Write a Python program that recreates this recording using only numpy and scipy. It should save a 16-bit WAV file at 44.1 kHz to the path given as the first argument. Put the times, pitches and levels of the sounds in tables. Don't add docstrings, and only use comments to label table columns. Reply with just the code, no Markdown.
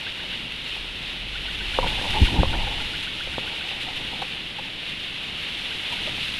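import sys
import numpy as np
from scipy import signal
from scipy.fft import rfft, irfft
from scipy.io import wavfile
from scipy.ndimage import uniform_filter1d

SR = 44100
rng = np.random.default_rng(int(sys.argv[2]) if len(sys.argv) > 2 else 0)


def log_audio(samples):
    frames = np.atleast_2d(samples).T
    limited = np.clip(frames, -1, 1)
    pcm = np.round(limited * 32767).astype(np.int16)
    wavfile.write(sys.argv[1], SR, pcm)


N = 281799
TIME = np.arange(N) / SR

# frequency in Hz, relative density in dB.
LEAF_HISS = [(700, -20), (1200, -17), (1600, -12), (2000, -6.5), (2400, -3.5), (2850, 2), (3250, -1.5),
             (3600, -1.5), (4200, -10), (4900, -23.5), (6000, -40.5), (8000, -51.5)]
# frequency in Hz, relative density in dB.
LEAF_TREBLE = [(3500, -2.5), (5200, 6), (6500, 0.5), (8000, -1.5), (9000, 0), (9650, 1), (10600, -2.5),
               (12000, -4)]


def undb(db):
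    return 10 ** (np.asarray(db) / 20)


def unit(x):
    return x / np.sqrt(np.mean(x ** 2))


def colour(x, spectrum):
    hz, db = np.transpose(spectrum)
    bin_hz = np.maximum(np.arange(N // 2 + 1) * SR / N, 1)
    gain = undb(np.interp(np.log(bin_hz), np.log(hz), db))
    return unit(irfft(rfft(x) * gain, N))


def walk(rate_hz):
    step = max(int(SR / rate_hz), 1)
    stairs = rng.standard_normal(N)[np.arange(N) // step]
    return unit(uniform_filter1d(uniform_filter1d(stairs, step), step))


def grains(per_s, spread_db):
    size = undb(spread_db * np.minimum(rng.exponential(size=N), np.log(100)))
    hits = rng.random(N) < per_s / SR
    return unit(hits * size * np.sign(rng.standard_normal(N)))


def plateau(full_s, hold_s, rise_s, fall_s):
    t = TIME - full_s
    return np.exp(np.minimum(t, 0) / rise_s - np.maximum(t - hold_s, 0) / fall_s)


def add(out, start_s, sound, peak_db):
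    i = max(int(start_s * SR), 0)
    part = sound[:max(N - i, 0)]
    out[i:i + len(part)] += undb(peak_db) * part / np.abs(sound).max()


def far_air(level_db=-46):
    # frequency in Hz, relative density in dB.
    spectrum = [(20, -15), (60, 1), (180, 0.5), (300, -4), (500, -4.5), (900, -11.5), (1500, -9.5),
                (3000, -46)]
    return colour(rng.standard_normal(N), spectrum) * undb(level_db + .5 * walk(rate_hz=3.86))


def bird(trim_db=-2, scatter_db=1.8, scatter_hz=14, sag_hz_per_s=22, rise_s=.0064, fall_s=.005):
    # start in seconds, chip count, interval in seconds, peak in dB before trim, pitch in Hz.
    runs = [(.071, 3, .13, -28, 1580), (1.359, 6, .1275, -28, 1535), (2.137, 12, .1341, -28.5, 1510),
            (5.72, 3, .135, -31.5, 1530)]
    out = np.zeros(N)
    lead_s = .02
    t = TIME[:SR // 20] - lead_s
    glide = np.exp(10 * t + 200 * np.maximum(t, 0) ** 2)
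    swell = np.exp(-(t / np.where(t < 0, rise_s, fall_s)) ** 2)
    tail = undb(-6) * np.exp(-((t - .014) / .0058) ** 2)
    octave = undb(1) * np.exp(-((t - .008) / .004) ** 2)
    hoarseness = 1 + .031 * walk(rate_hz=500)
    for start_s, count, interval_s, db, first_hz in runs:
        for k, (louder, higher) in enumerate(rng.standard_normal((count, 2))):
            at_s = start_s + k * interval_s
            hz = first_hz - sag_hz_per_s * (at_s - start_s) + scatter_hz * higher
            phase = 2 * np.pi * np.cumsum(hz * glide * hoarseness[int(at_s * SR):][:len(t)]) / SR
            chip = (swell + tail) * np.sin(phase) + octave * np.sin(2 * phase)
            add(out, at_s - lead_s, chip, db + scatter_db * louder)
    return out * undb(trim_db)


def mount(level_db=-38, mode_hz=43, wander_hz=4):
    phase = 2 * np.pi * np.cumsum(mode_hz + wander_hz * walk(rate_hz=14)) / SR
    shake = unit(np.sin(phase) * undb(2.7 * walk(rate_hz=12)))
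    return shake * undb(level_db) * plateau(full_s=1.34, hold_s=1.03, rise_s=.51, fall_s=.16)


def housing(force):
    # frequency in Hz, T60 in seconds, relative level in dB.
    modes = [(320, .02, -34), (529, 0.062, -1), (620, 0.011, 1.5), (796, 0.014, -5.5), (927, 0.021, 0),
             (1030, 0.011, -16), (1100, 0.023, -7.5)]
    t = TIME[:SR // 10]
    ring = sum(undb(db) * np.exp(-np.log(1000) * t / t60_s) * np.sin(2 * np.pi * hz * t)
               for hz, t60_s, db in modes)
    return signal.fftconvolve(force, ring)


def scraping(light_touch_db=-55, patchy_db=4):
    # time of full level in seconds, hold in seconds, level in dB.
    slides = [(1.823, 0.33, -37), (2.337, 0.21, -33), (2.65, 0.2, -45.5), (3.464, 0.76, -49.5),
              (5.87, .33, -48.5)]
    # frequency in Hz, relative density in dB.
    spectrum = [(200, -6), (400, -6), (530, -2.5), (660, -4.5), (800, 3.5), (930, 2.5), (1060, -12),
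                (1300, -14.5), (2200, -49), (5000, -70)]
    leaning = sum(undb(db) * plateau(full_s, hold_s, rise_s=.071, fall_s=.06)
                  for full_s, hold_s, db in slides)
    friction = colour(grains(per_s=1200, spread_db=.5), spectrum)
    fits = unit(undb(patchy_db * walk(rate_hz=40)))
    return friction * (undb(light_touch_db) + leaning) * fits


def creaks(jitter=.026, scatter_db=2.5, sharpness=1.04):
    # start in seconds, peak in dB, slip rate in Hz, length in seconds.
    catches = [(.762, -33, 790, .01), (1.827, -20.5, 970, 0.01), (1.841, -16.5, 830, 0.0049),
               (2.158, -20.5, 860, 0.03), (2.226, -26, 860, 0.0053), (2.284, -24.5, 940, 0.0084),
               (2.451, -27, 1020, 0.01), (2.668, -23, 780, 0.017), (2.708, -27, 870, 0.022),
               (4.218, -19, 786, 0.012), (4.583, -25.5, 830, 0.017), (4.647, -35, 870, .015),
               (5.921, -30.5, 940, 0.017), (6.072, -28, 605, 0.015)]
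    out = np.zeros(N)
    pace = 1 + jitter * walk(rate_hz=560)
    grip = undb(scatter_db * walk(rate_hz=1100))
    for start_s, peak_db, slip_hz, length_s in catches:
        span = slice(int(start_s * SR), int((start_s + length_s) * SR))
        phase = 2 * np.pi * np.cumsum(slip_hz * pace[span]) / SR
        slips = grip[span] * np.exp(sharpness * np.cos(phase))
        force = np.diff(slips * signal.windows.tukey(len(slips)))
        add(out, start_s, housing(force), peak_db)
    return out


def knocks():
    # start in seconds, peak in dB, contact time in ms, ring relative to push in dB.
    strikes = [(1.7877, -5.5, 0.87, 15), (1.8627, -20, 0.93, -7), (2.0142, -21, 1.3, 0),
               (2.4326, -4.5, 1.03, -2), (3.274, -27, 1.5, 10), (3.3817, -12.5, 1.14, -7),
               (3.7153, -23.5, 0.64, -4)]
    out = np.zeros(N)
    t_ms = 1000 * TIME[:SR // 100]
    for start_s, peak_db, contact_ms, ring_db in strikes:
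        push = np.sin(np.pi * np.minimum(t_ms / contact_ms, 1)) ** 2
        ring = housing(np.diff(push))
        blow = undb(ring_db) * ring / np.abs(ring).max()
        blow[:len(push)] += push
        add(out, start_s, blow, peak_db)
    return out


def puffs():
    # centre in seconds, peak in dB, half width in seconds.
    bursts = [(2.2254, -4, 0.0036), (2.238, -10, 0.0068)]
    out = np.zeros(N)
    for centre_s, peak_db, width_s in bursts:
        u = (TIME - centre_s) / width_s
        add(out, 0, (1 - u ** 2) * np.exp(-u ** 2 / 2), peak_db)
    return out


def gust(peak_s=2.48, rise_db_per_s=21, fall_db_per_s=36):
    t = TIME - peak_s
    return undb(np.minimum(rise_db_per_s * t, -fall_db_per_s * t))


def buffeting(rumble_db=-23, flutter_db=-36, calm_rumble_db=-50, calm_flutter_db=-49):
    # centre in seconds, half width in seconds, rumble in dB, flutter in dB.
    eddies = [(1.84, .04, -27.5, -40.5), (2.225, 0.02, -16.5, -27.5), (2.385, 0.038, -20.5, -20.5),
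              (3.35, .08, -37.5, -47), (4.0, 0.15, -43, -49), (6.2, 0.17, -42.5, -45)]
    # frequency in Hz, relative density in dB.
    rumble_spectrum = [(8, -0.5), (25, 3.5), (45, -3.5), (70, -3), (110, -8.5), (170, -20.5), (400, -59),
                       (2000, -80)]
    flutter_spectrum = [(60, -28), (120, 0), (190, 0), (320, -4), (450, -14.5), (650, -23), (1400, -54),
                        (4000, -75)]
    rumble_power = undb(calm_rumble_db) ** 2 + (undb(rumble_db) * gust()) ** 2
    flutter_power = undb(calm_flutter_db) ** 2 + (undb(flutter_db) * gust()) ** 2
    for centre_s, width_s, eddy_rumble_db, eddy_flutter_db in eddies:
        swirl = np.exp(-((TIME - centre_s) / width_s) ** 2 / 2)
        rumble_power += (undb(eddy_rumble_db) * swirl) ** 2
        flutter_power += (undb(eddy_flutter_db) * swirl) ** 2
    rumble = colour(rng.standard_normal(N), rumble_spectrum) * np.sqrt(rumble_power)
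    flutter = colour(rng.standard_normal(N), flutter_spectrum) * np.sqrt(flutter_power)
    return rumble + flutter * undb(1.85 * walk(rate_hz=25))


def scuffs(treble_db=-17):
    # start in seconds, peak in dB, decay time in seconds.
    touches = [(0.52, -23, .003), (1.74, -19.5, 0.014), (1.872, -18, 0.012), (2.107, -14, 0.0015),
               (2.245, -17.5, 0.015), (2.9786, -27, .003), (3.025, -21.5, 0.013), (3.805, -22.5, 0.023),
               (3.958, -22, 0.0088), (4.216, -23, 0.01), (5.92, -20.5, 0.012)]
    out = np.zeros(N)
    hiss = colour(rng.standard_normal(N), LEAF_HISS)
    hiss += undb(treble_db) * colour(rng.standard_normal(N), LEAF_TREBLE)
    t = TIME[:SR // 10]
    for start_s, peak_db, decay_s in touches:
        flare = np.sqrt(t) * np.exp(-t / decay_s)
        add(out, start_s, hiss[int(start_s * SR):][:len(t)] * flare, peak_db)
    return out


def leaves(tick_db=-5, calm_hiss_db=-33.5, calm_treble_db=-54, hiss_db_per_db=.55, calm_db=-55):
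    # time in seconds, wind strength in dB (calm at calm_db).
    wind = [(0.0, -54), (0.03, -53.5), (1.07, -53), (1.23, -54.5), (2.04, -45), (2.17, -46.5),
            (2.24, -43.5), (2.38, -47), (3.52, -52), (3.98, -51.5), (4.55, -54), (5.27, -53), (6.35, -47.5),
            (6.39, -48)]
    wind_db = np.interp(TIME, *np.transpose(wind)) - calm_db
    growth_db = hiss_db_per_db * wind_db
    contacts_per_s = 2100 * undb(growth_db)
    rustle = rng.standard_normal(N) + undb(tick_db) * grains(contacts_per_s, spread_db=3.5)
    flapping = unit(undb(.6 * walk(rate_hz=50)))
    hiss = colour(rustle, LEAF_HISS) * flapping * undb(calm_hiss_db + growth_db)
    treble = colour(rustle, LEAF_TREBLE) * undb(calm_treble_db + wind_db + .5 * walk(rate_hz=54))
    flicker_db = .62 * walk(rate_hz=22) + .24 * walk(rate_hz=11)
    return (hiss + treble) * undb(flicker_db)


def scene():
    near_wind = leaves() + scuffs() + buffeting() + puffs() + mount()
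    stems = knocks() + scraping() + creaks()
    return (near_wind + stems + bird() + far_air())[None]


def record(dry, cutoff_hz=12050):
    return signal.sosfilt(signal.ellip(12, .1, 80, cutoff_hz, fs=SR, output="sos"), dry)


dry = scene()
out = record(dry)
log_audio(out)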